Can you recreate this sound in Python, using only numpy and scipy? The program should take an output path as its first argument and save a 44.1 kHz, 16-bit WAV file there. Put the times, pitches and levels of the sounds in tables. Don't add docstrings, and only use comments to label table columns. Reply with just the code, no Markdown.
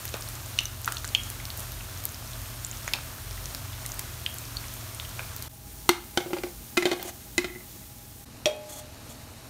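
import sys
import numpy as np
from scipy import signal
from scipy.fft import rfft, irfft, next_fast_len
from scipy.io import wavfile
from scipy.ndimage import uniform_filter1d

SR = 44100
rng = np.random.default_rng(int(sys.argv[2]) if len(sys.argv) > 2 else 0)


def ratio_of_db(decibels):
    return 10 ** (np.asarray(decibels, float) / 20)


def waveform_to_disk(signal):
    frames = np.transpose(np.atleast_2d(signal))
    scaled = np.clip(frames, -1, 1) * 32767
    samples = np.round(scaled).astype(np.int16)
    wavfile.write(sys.argv[1], SR, samples)


N = 418509

CHANGES = [
    5.487,
    8.252,
]


def level(x, db):
    return x * ratio_of_db(db) / np.sqrt(np.mean(x ** 2))


def curve(rows, off_db=None):
    s, db = np.transpose(rows)
    return np.interp(np.arange(N) / SR, s, db, off_db, off_db)


def colour(x, points):
    hz, db = np.transpose(points)
    size = next_fast_len(len(x))
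    f = np.fft.rfftfreq(size, 1 / SR) + 1
    gain_db = np.interp(np.log(f), np.log(hz), db)
    return irfft(rfft(x, size) * ratio_of_db(gain_db), size)[:len(x)]


def band(x, hz, width_hz):
    return signal.lfilter(*signal.iirpeak(min(hz, .45 * SR), hz / width_hz, SR), x)


def walk(rate):
    k = int(SR / rate)
    held = np.repeat(rng.standard_normal(N // k + 1), k)
    return 1.68 * uniform_filter1d(held, k)[:N]


def clicks(rate, spread_db):
    chance = rng.random((3, N))
    rank = -np.log(1 - .97 * chance[2])
    return (chance[0] < rate / SR) * np.sign(chance[1] - .5) * ratio_of_db(spread_db * rank)


def add(out, s, sound):
    i = int(s * SR)
    out[i:i + len(sound)] += sound[:N - i]


def shots():
    t = np.arange(N) / SR
    dip = np.prod([np.clip(np.abs(t - s) / .011, .05, 1) for s in CHANGES], axis=0)
    return np.searchsorted(CHANGES, t), dip


def frying(shot):
    # [pitch_hz, level_db per Hz]
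    hiss = [
        [(76, -4), (130, -8), (156, -13.5), (275, -19), (305, -16), (381, -14), (421, -21), (448, -19),
         (582, -17), (713, -17.5), (1360, -15.5), (1960, -20), (12400, -21), (15500, -16), (16500, -50)],
        [(76, -51), (130, 4), (141, -20), (176, -1.5), (330, -8), (404, -11.5), (582, -17.5), (619, -20.5),
         (743, -20), (822, -18), (986, -17), (2170, -20.5), (13500, -15), (15500, -7.5), (16500, -44)],
        [(76, -34), (130, -23), (173, -10), (311, -6), (381, -14.5), (466, -12), (594, -13.5), (1570, -18),
         (1960, -19.5), (2950, -20), (3330, -25), (3760, -18.5), (5990, -21.5), (15500, -23.5), (16500, -40)],
    ]
    # [start_s, level_db]
    hiss_level = [
        [(0.0, -41), (0.67, -42), (1.0, -41), (5.47, -41.5)],
        [(5.5, -49.5), (5.99, -43), (6.81, -45), (6.94, -41), (7.07, -40), (7.12, -45), (8.24, -47)],
        [(8.27, -49.5), (8.56, -47.5), (9.49, -48.5)],
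    ]
    fizz, swell = 0, walk(8.3)
    for hz in 150 * 2 ** np.arange(0, 7, .5):
        steam = rng.standard_normal(N) * ratio_of_db(0.58 * swell + 0.72 * walk(25))
        bursts = level(clicks(rate=hz / 14, spread_db=3.0), -4.0)
        fizz = fizz + np.sqrt(hz) * level(band(steam + bursts, hz, hz / 2.22), 0)
    fizz = fizz + level(clicks(rate=300, spread_db=2.5), 26)
    parts = [level(colour(fizz, c), 0) * ratio_of_db(curve(f)) for c, f in zip(hiss, hiss_level)]
    return ratio_of_db(-0.5) * np.choose(shot, parts)


def fan(shot):
    # [pitch_hz, width_hz, level_db in shots 1, 2 and 3]
    room_modes = [(34.4, 54, -72, -69, -60.5), (47.5, 6.8, -48.5, -60.5, -74), (53, 3.3, -79, -53, -59),
                  (75.8, 7.7, -50, -56.5, -56.5), (91.65, 3.8, -49, -59, -56),
                  (115.7, 3.6, -46, -55.5, -55.5), (131.5, 27, -57, -58, -57),
                  (228.9, 9.4, -61.5, -65.5, -60), (270.9, 9.6, -61.5, -70.5, -64),
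                  (644.7, 31, -61.5, -66, -67), (816, 37, -79, -63.5, -66)]
    blade_steadiness = 0.78
    out = np.zeros(N)
    for hz, width_hz, *db in room_modes:
        ring = band(band(rng.standard_normal(N), hz, width_hz), hz, 2 * width_hz)
        if 105 < hz < 124:
            power = uniform_filter1d(ring ** 2, size=1200) + 1e-12
            ring = ring / power ** (blade_steadiness / 2)
        out = out + level(ring, 0) * ratio_of_db(np.array(db)[shot] + 0.2 * walk(1.37))
    return out


def crackle():
    pitch_range = (600, 12000)
    level_at_6khz_db, db_per_octave, scatter_db = -34.5, 4.5, 9
    when, size, luck = rng.random((34, 3)).T
    hz = pitch_range[0] * (pitch_range[1] / pitch_range[0]) ** size
    db = level_at_6khz_db + db_per_octave * np.log2(hz / 6000) + scatter_db * (2 * luck - 1)
    return list(zip(when * CHANGES[0], db, hz))


def pops():
    # [start_s, peak level_db, pitch_hz, cycles rung, snap_db]
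    large = [(0.0532, -15, 13800, 3, -7.5), (0.14, -24, 2400, 1.8, 9), (0.1414, -22.5, 520, 1.4, 5.5),
             (0.588, -10.5, 2840, 9.2, -13), (0.588, -15, 3550, 6.9, -24), (0.589, -15, 5900, 14, -20),
             (0.655, -28, 3930, 7.9, -20), (0.655, -20, 5970, 14, -13), (0.877, -13, 1330, 3.2, -15),
             (0.922, -13.5, 7600, 2.1, -4), (0.922, -26, 1690, 2, -11), (0.946, -28, 6500, 8, -7),
             (0.97, -25, 3330, 6.7, -20), (0.969, -19.5, 4050, 5.2, -24), (1.0448, -20.5, 1490, 1.5, -6),
             (1.149, -6.5, 3100, 8, -32), (1.149, -16.5, 2590, 12, -30), (1.149, -20, 4270, 11.5, -28),
             (1.149, -20.5, 6820, 14, -28), (1.3015, -12.5, 10400, 1.93, -12.5),
             (1.454, -19, 4770, 1.2, -9), (2.054, -10, 12300, 4.7, -15), (2.648, -17, 7200, 8.7, -25),
             (2.713, -23.5, 7000, 9.7, -21), (2.877, -26, 6640, 15, -12), (2.8786, -17, 2040, 1.7, -11),
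             (2.9377, -16.5, 2500, 5, -8), (2.957, -24, 4500, 4, -6), (2.987, -29, 1300, 2, -9),
             (2.9356, -8, 3320, 1.8, -7.5), (3.548, -18, 5700, 1.3, 5), (3.862, -18.5, 9170, 8.7, 3),
             (3.993, -16, 8100, 1.2, 6), (4.263, -12, 3070, 4.6, -22), (4.569, -20.5, 4330, 10, -29),
             (4.999, -20.5, 3400, 2.1, -17), (5.194, -23, 1430, 2.1, -18), (5.193, -22.5, 2330, 4, -18),
             (5.424, -17, 13100, 3.6, -6)]
    # [start_s, peak level_db, pitch_hz]
    spits = [(8.565, -32, 9000), (0.223, -23, 5370), (0.288, -21, 10100), (0.354, -23, 6670),
             (0.606, -24, 6600), (0.846, -20.5, 6930), (0.859, -15, 12700), (0.983, -22.5, 6000),
             (1.077, -20, 7300), (1.0894, -26, 4450), (1.235, -21, 6600), (1.401, -31, 2100),
             (1.503, -21.5, 4300), (1.575, -18, 12500), (1.595, -18, 9630), (1.604, -20, 9400),
             (1.72, -22, 12400), (1.808, -29.5, 2640), (2.039, -21, 11700), (2.145, -24.5, 5040),
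             (3.31, -26, 5300), (3.457, -20.5, 6130), (3.919, -20.5, 6700), (3.942, -21, 11500),
             (4.342, -19, 13000), (4.385, -21, 7500), (4.453, -29, 5500), (5.093, -26, 8200),
             (5.364, -16, 14300), (7.0284, -11, 14400)]
    # [start_s, peak level_db, pitch_hz]
    faint_spits = [(0.079, -30, 4500), (0.091, -29, 9500), (0.168, -26, 13500), (0.21, -27, 9500),
                   (0.277, -33, 4000), (0.634, -25, 11800), (1.05, -23, 7000), (1.975, -33, 6000),
                   (2.091, -32, 6500), (2.1215, -28, 11000), (2.317, -32, 6300), (2.458, -38, 3300),
                   (2.6865, -31, 13000), (2.7715, -33, 5900), (2.8315, -35, 5300), (3.442, -33, 5800),
                   (3.731, -34, 3200), (3.853, -35, 1980), (3.8915, -30, 6000), (4.2405, -30, 10000),
                   (4.2975, -32, 8500), (4.641, -37, 2100), (4.683, -32, 6000), (4.9475, -26, 9300),
                   (5.0505, -33.5, 3000)]
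    spit_cycles, spit_snap_db, faint_lift_db = 3.74, -16, 3.5
    glide = 0.029
    faint = [(s, db + faint_lift_db, hz) for s, db, hz in faint_spits]
    small = [(*row, spit_cycles, spit_snap_db) for row in list(spits) + faint + crackle()]
    rows = list(large) + small
    out, t = np.zeros(N), np.arange(1200) / SR
    for (s, db, hz, cycles, snap_db), dice in zip(rows, rng.standard_normal((len(rows), 1200))):
        turns = t * hz / max(cycles, 1)
        shape = np.exp(-turns / 0.65) * np.minimum(turns / 0.12, 1)
        tone = np.cos(2 * np.pi * hz * t * (1 + glide * (turns - .5)))
        ring = band(shape * (tone + 0.4 * dice), hz, 4 * hz / max(cycles, 1))
        for ratio, over_db in (1.4, -6), (2.2, -26):
            ring = ring + ratio_of_db(over_db) * band(shape * dice, min(ratio * hz, 14000), 0.1 * hz)
        snap = band(dice * np.exp(-t / 0.002), min(hz, 9000), 3 * min(hz, 3500))
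        sound = ring / np.abs(ring).max() + ratio_of_db(snap_db) * snap / np.abs(snap).max()
        add(out, s, ratio_of_db(db) * sound / np.abs(sound).max())
    return out


def sputter():
    # [start_s, level_db, centre pitch_hz, width_hz, t60_s]
    sprays = [
        (0.143, -37, 800, 900, 0.22),
        (0.592, -36, 3100, 1300, 0.21),
        (.88, -31.5, 1200, 900, 0.088),
        (1.151, -38, 3100, 1500, 0.14),
        (2.881, -38, 1500, 2500, 0.1),
        (2.94, -41, 2800, 4500, 0.2),
        (2.94, -37.5, 750, 600, 0.18),
        (4.263, -44, 2950, 1600, .08),
        (5.195, -42, 650, 400, 0.18),
        (1.589, -42.5, 170, 60, 0.2),
    ]
    out, t = np.zeros(N), np.arange(SR // 4) / SR
    for (s, db, hz, width_hz, t60), dice in zip(sprays, rng.standard_normal((len(sprays), 2, len(t)))):
        spray = band(dice[0] * np.abs(dice[1]), hz, width_hz)
        add(out, s, level(spray, db) * ratio_of_db(-60 * t / t60))
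    return out


def pressure(rows):
    attack_db_s, release_db_s = 307, 650
    t = np.arange(N) / SR
    out = np.zeros(N)
    for s, held, db in rows:
        rise_db = attack_db_s * np.maximum(s - t, 0)
        fall_db = release_db_s * np.maximum(t - s - held, 0)
        out = out + ratio_of_db(db - rise_db - fall_db)
    return out


def rings(x, modes):
    return sum(band(x, hz, width_hz) * ratio_of_db(db) * np.sqrt(SR / np.pi / width_hz) for hz, width_hz, db in modes)


def scraping(shot):
    # [start_s, length held_s, level_db]
    scrapes = [
        (1.585, 0.043, -53),
        (7.072, 0.007, -50),
        (7.086, 0.0073, -47.5),
        (8.72, 0.079, -46),
        (9.105, 0.022, -54),
    ]
    # [pitch_hz, level_db per Hz]
    scrape_spectrum = [(290, -34), (600, -13), (1190, -27), (2290, -29), (5200, -28), (6400, -15.5),
                       (11500, -20), (16500, -27)]
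    # [pitch_hz, width_hz, level_db]
    bowl_modes = [(608, 3.1, -4), (734, 6, -12), (830, 3.7, -12), (1180, 67, -17), (3360, 80, -7),
                  (4300, 200, -15)]
    # [start_s, length held_s, level_db]
    slides = [
        (6.87, 0.068, -38),
        (6.996, 0.038, -48),
        (7.072, 0.023, -49.5),
    ]
    # [pitch_hz, width_hz, level_db]
    plate_modes = [(750, 160, -1), (1300, 900, -3), (2450, 150, -15), (2900, 96, -10), (3400, 3000, -12),
                   (4200, 150, -12)]
    slips = clicks(rate=6400, spread_db=3) + rng.standard_normal(N)
    slips = level(slips * ratio_of_db(2.5 * walk(90)), 0)
    scrape = pressure(scrapes)
    slide = pressure(slides) * ratio_of_db(1.8 * walk(150))
    in_bowl = slips * scrape * (shot == 2)
    rasp = level(colour(slips, scrape_spectrum), 4.2) * scrape
    return rasp + rings(in_bowl, bowl_modes) + rings(slips * slide, plate_modes)


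def whistle():
    # [start_s, level_db]
    leak_level = [(5.49, -62), (5.75, -62), (6.1, -63), (6.5, -62), (6.95, -72)]
    start_hz, rise_hz_s2, drift_hz = 9620, 300, 11.6
    since = np.maximum(np.arange(N) / SR - CHANGES[0], 0)
    leak_hz = np.minimum(start_hz + rise_hz_s2 * since ** 2, 11000) + drift_hz * walk(20)
    return np.sin(2 * np.pi * np.cumsum(leak_hz) / SR) * ratio_of_db(curve(leak_level, -120) + 3 * walk(30))


def ringing(modes, dice, t):
    hz, db, t60 = np.transpose(modes)[:, :, None]
    gain, detune = 2 * dice[:len(hz), None], 1 + dice[20:20 + len(hz), None] / 600
    decay = np.exp(-np.log(1000) * t / t60)
    sound = np.sum(ratio_of_db(db + gain) * decay * np.sin(2 * np.pi * hz * detune * t), axis=0)
    return sound / np.abs(sound).max()


def blows(rows, low, steel, clack, lasts_s=.35, grit_db=-13.5):
    longest_rattle_ms, rattle_ms_per_bright_db = 2.6, -1.8
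    contact_ms, boom_rise_ms = 0.59, 1.36
    chatter_share = 0.48
    splash_db, splash_t60_s = -21.5 + grit_db + 13.5, 0.24
    out, t = np.zeros(N), np.arange(int(lasts_s * SR)) / SR
    early = t[:4000]
    rise = np.minimum(t * 1000 / contact_ms, 1)
    for (s, db, low_db, ring_db, tilt_db), dice in zip(rows, rng.standard_normal((len(rows), 2, len(t)))):
        rattle_ms = max(longest_rattle_ms + rattle_ms_per_bright_db * tilt_db, .3)
        force = (dice[0] * np.abs(dice[1]) * np.exp(-t * 1000 / rattle_ms) * rise)[:4000]
        grit = level(band(band(force, 2300, 2500), 2300, 3000), grit_db - tilt_db)
        rough = grit + level(band(force, 8600, 15000), -24 + 2 * tilt_db)
        for k, (hz, width_hz, mode_db) in enumerate(clack):
            phase = 2 * dice[0, 40 + k]
            clean = rise[:4000] * np.exp(-np.pi * width_hz * early) * np.sin(2 * np.pi * hz * early + phase)
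            mode = level(clean, 0) + chatter_share * level(band(force, hz, 2 * width_hz), 0)
            rough = rough + level(mode, mode_db + tilt_db * np.log2(hz / 2000) + 1.4 * dice[1, k])
        boom = ringing(low, dice[0], t) * (1 - np.exp(-t * 1000 / boom_rise_ms))
        splash = band(dice[0, ::-1], 1600, 5400) * ratio_of_db(splash_db - 60 * t / splash_t60_s)
        tail = splash + ratio_of_db(low_db + 14.5) * boom + ratio_of_db(ring_db) * ringing(steel, dice[1], t)
        add(out, s + 0.00084, ratio_of_db(db) * rough / np.abs(rough).max())
        add(out, s + 0.00078, ratio_of_db(db) * tail)
    return out


def spatula_on_plate():
    # [start_s, peak level_db, boom_db, ring_db, brightness in dB per octave]
    landing = [
        (5.8905, 0, -24.5, -41, .1),
        (5.8935, -7.5, -27, -35, 1),
    ]
    slaps = [
        (6.77, -9.5, -46, -6, -0.36),
        (6.7743, -6, -20.5, -11, -0.5),
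        (6.802, -32, -28, -14, -6),
        (6.823, -15.5, -17, -20, -2.5),
        (6.828, -22, -30, -25, 0),
        (7.3788, -7.5, -21.5, -19, 0.5),
        (7.3825, -17, -14.5, -25, -2),
        (7.443, -21, -16.5, -20, -3),
    ]
    ticks = [
        (7.409, -42, -22, 2, -2),
        (7.468, -47, -20, 1, 0),
        (7.481, -43, -10, 5, -4),
        (7.5, -42, -8, 6, -4),
        (7.522, -47, -10, 2, -4),
        (7.55, -42, -20, 2, -4),
        (7.558, -40.5, -11, 3, -9),
        (7.585, -50, -15, 1, -6),
        (7.605, -48, -13, 3, -3),
    ]
    knocks = [
        (6.173, -9.5, -19.5, -42, -1.5),
        (6.203, -22.5, -30, -40, -5),
        (6.226, -36, -30, -40, 2),
        (6.929, -17, -15, -39, 0),
        (6.87, -17, -18, -30, -4),
        (6.899, -37, -25, -35, 2),
        (7.025, -26.5, -26, -35, 0),
    ]
    nudges = [
        (6.259, -30, -11, -35, -9),
        (6.29, -42, -12, -35, -4),
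        (6.304, -30, -14, -33, -6),
        (6.331, -16.5, -14.5, -37, -3),
        (6.366, -23.5, -20, -36, -5.5),
        (6.384, -27.5, -16, -30, 11),
        (6.434, -18.5, -17.5, -36, -0.5),
        (6.465, -35, -31, -35, -9),
        (6.962, -34, -18, -30, -2),
        (7.05, -34, -10, -32, -3),
    ]
    flips = [
        (6.854, -8, -17.5, -36, -1),
        (6.862, -15, -28, -30, -7),
        (6.914, -11, -16, -30, 0.5),
        (6.995, -26, -18, -32, -3),
    ]
    # [pitch_hz, level_db, t60_s]
    blade = [(2020, 12, 0.063), (2080, 12, 0.075), (2472, 8, 0.1), (3060, -8, 0.1), (1355, 2, .12),
             (738, 0, 0.2)]
    # [pitch_hz, level_db, t60_s]
    plate_boom = [(344, -3, 0.082), (354, -2.5, 0.19), (258, -9, 0.087), (189, -15.5, 0.069),
                  (685, -8.5, 0.043), (1117, -16, 0.068)]
    landing_boom = [(346.8, 0, 0.15), (357.6, -27, 0.41), (260, -8.5, 0.07), (170, -10, 0.044),
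                    (800, -18, 0.046), (1180, -15, 0.05)]
    # [pitch_hz, width_hz, level_db]
    slap_clack = [(677, 91, -7.5), (1364, 130, -6), (1620, 83, -16), (2036, 70, 0.5), (2476, 47, -6),
                  (3000, 120, -8), (3790, 140, -9), (4094, 63, -8), (234, 52, -11.5), (4770, 90, -12),
                  (5140, 70, -14), (5900, 140, -14), (7000, 540, -9.5), (9000, 900, -16),
                  (12500, 1200, -26)]
    flat_clack = [(800, 114, -3.5), (1147, 200, 1.5), (1430, 100, -5), (1790, 60, -15), (2080, 80, -3.5),
                  (2820, 67, -12.5), (3200, 77, -15), (3620, 110, -7.5), (4110, 60, -7.5), (4340, 60, -9),
                  (5800, 300, -11), (6600, 290, -15), (8400, 1100, -9), (13100, 1300, -9)]
    knock_clack = [(785, 81, -1), (1300, 110, -6), (1490, 75, -4.5), (2160, 70, -4), (2490, 60, -12),
                   (3100, 80, -1.5), (3400, 93, 1), (520, 82, -2), (4170, 63, -9.5), (4620, 72, -6),
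                   (6080, 100, -6), (7400, 150, -4.5), (9100, 250, -22), (12100, 600, -16)]
    nudge_clack = [(560, 71, 4), (800, 100, 3.5), (1210, 110, -8), (1405, 70, 1), (2090, 87, 4),
                   (2400, 110, 3), (2730, 78, -4), (3100, 70, -5), (3680, 71, -7), (4230, 80, -10),
                   (4700, 70, -5), (5700, 200, -20), (8000, 600, -18)]
    flip_clack = [(584, 52, -2), (750, 62, 2), (1600, 55, -3), (2075, 60, 3), (2500, 43, 1), (3090, 82, 2),
                  (3680, 60, 0), (4110, 74, -0.5), (4370, 70, -4), (5230, 80, -9), (5800, 90, -9),
                  (7100, 250, -5), (9300, 400, -14)]
    flat = blows(landing, landing_boom, blade, flat_clack) + blows(slaps, plate_boom, blade, slap_clack)
    plate = flat - band(flat, 510, 146)
    plate = plate + blows(ticks, plate_boom, blade[:2], slap_clack)
    for rows, clack in (knocks, knock_clack), (nudges, nudge_clack), (flips, flip_clack):
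        plate = plate + blows(rows, plate_boom, blade, clack)
    return plate


def spoon_on_bowl():
    # [start_s, peak level_db, boom_db, ring_db, brightness in dB per octave]
    taps = [
        (8.4565, -6, -16.5, -11, 0),
        (8.469, -23, -30, -20, 2),
    ]
    # [pitch_hz, level_db, t60_s]
    bowl_boom = [(423, -14.5, 0.49), (609.5, 8, 0.14), (610, -12, 1), (556, -10, 0.27), (680, -9, 0.15),
                 (741, -13, 0.22), (841, -19, 0.92), (348, -4.5, 0.12), (472, -10, .15)]
    bowl_ring = [(1000, -29, .5), (1093, -20, 0.61), (1464, -35, 0.8), (1840, -30, 0.12), (2340, -17, 0.27),
                 (2520, -4, 0.14), (2678, -14, 0.17), (3350, -5, 0.082), (3310, -3, 0.072), (4296, -22, .3)]
    # [pitch_hz, width_hz, level_db]
    bowl_clank = [(577, 44, 6), (1140, 200, -30), (1860, 90, -26), (2540, 70, -2), (3250, 130, 5),
                  (3400, 67, -1), (3750, 88, -4), (4590, 83, -7.5), (5157, 120, -10), (5700, 50, -4),
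                  (6730, 150, -12), (7200, 170, -20), (8850, 240, -24), (11000, 520, -36)]
    return blows(taps, bowl_boom, bowl_ring, bowl_clank, lasts_s=0.99, grit_db=-13)


def even(x):
    spectrum = rfft(x)
    power = uniform_filter1d(np.abs(spectrum) ** 2, size=14)
    out = irfft(spectrum * np.sqrt(power.mean() / power), len(x))
    return out * (np.arange(len(x)) < .9 * len(x))


def kitchen(x):
    t = np.arange(SR // 2) / SR
    lumps = ratio_of_db(1.5 * walk(700)[:len(t)])
    echoes = rng.standard_normal((2, len(t))) * lumps * np.clip((t - .001) / 0.00071, 0, 1)
    wall_filter = signal.butter(1, [450, 3200], "band", fs=SR)
    near_filter = signal.butter(1, [600, 8000], "band", fs=SR)
    walls = signal.lfilter(*wall_filter, echoes[0]) * ratio_of_db(-60 * t / 0.35 - 38.5)
    near = signal.lfilter(*near_filter, echoes[1]) * ratio_of_db(-60 * t / 0.051 - 27.0)
    direct = t == 0
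    return signal.fftconvolve(x, ratio_of_db(1.0) * even(direct + walls + near))[:N]


def scene():
    shot, dip = shots()
    events = pops() + scraping(shot) + spatula_on_plate() + spoon_on_bowl()
    steady = frying(shot) + fan(shot) + whistle() + sputter()
    return np.tile(dip * (steady + kitchen(events)), (2, 1))


def low_pass(x):
    return signal.sosfilt(signal.butter(12, 16990, fs=SR, output="sos"), x)


def record(dry):
    # [pitch_hz, level_db]
    mic_response = [(20, 1), (4300, 1), (4900, -1), (5500, 1), (7000, 0.5), (7700, -2), (8500, 0.5),
                    (9800, -0.5), (10500, -4), (11200, 1), (13000, 1), (15000, -3.5)]
    heard = colour(dry.mean(axis=0), mic_response)
    excess = np.maximum(np.abs(heard) - .05, 0)
    loudness = signal.lfilter([1 / 6000], [1, 1 / 6000 - 1], excess)
    x = heard / (1 + 40 * loudness)
    x = signal.sosfilt(signal.ellip(8, .2, 33, 15750, fs=SR, output="sos"), x)
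    x = signal.sosfilt(signal.ellip(8, .2, 60, 16750, fs=SR, output="sos"), x)
    return low_pass(np.tile(np.clip(x, -.98, .98), (2, 1)))


dry = scene()
out = record(dry)
waveform_to_disk(out)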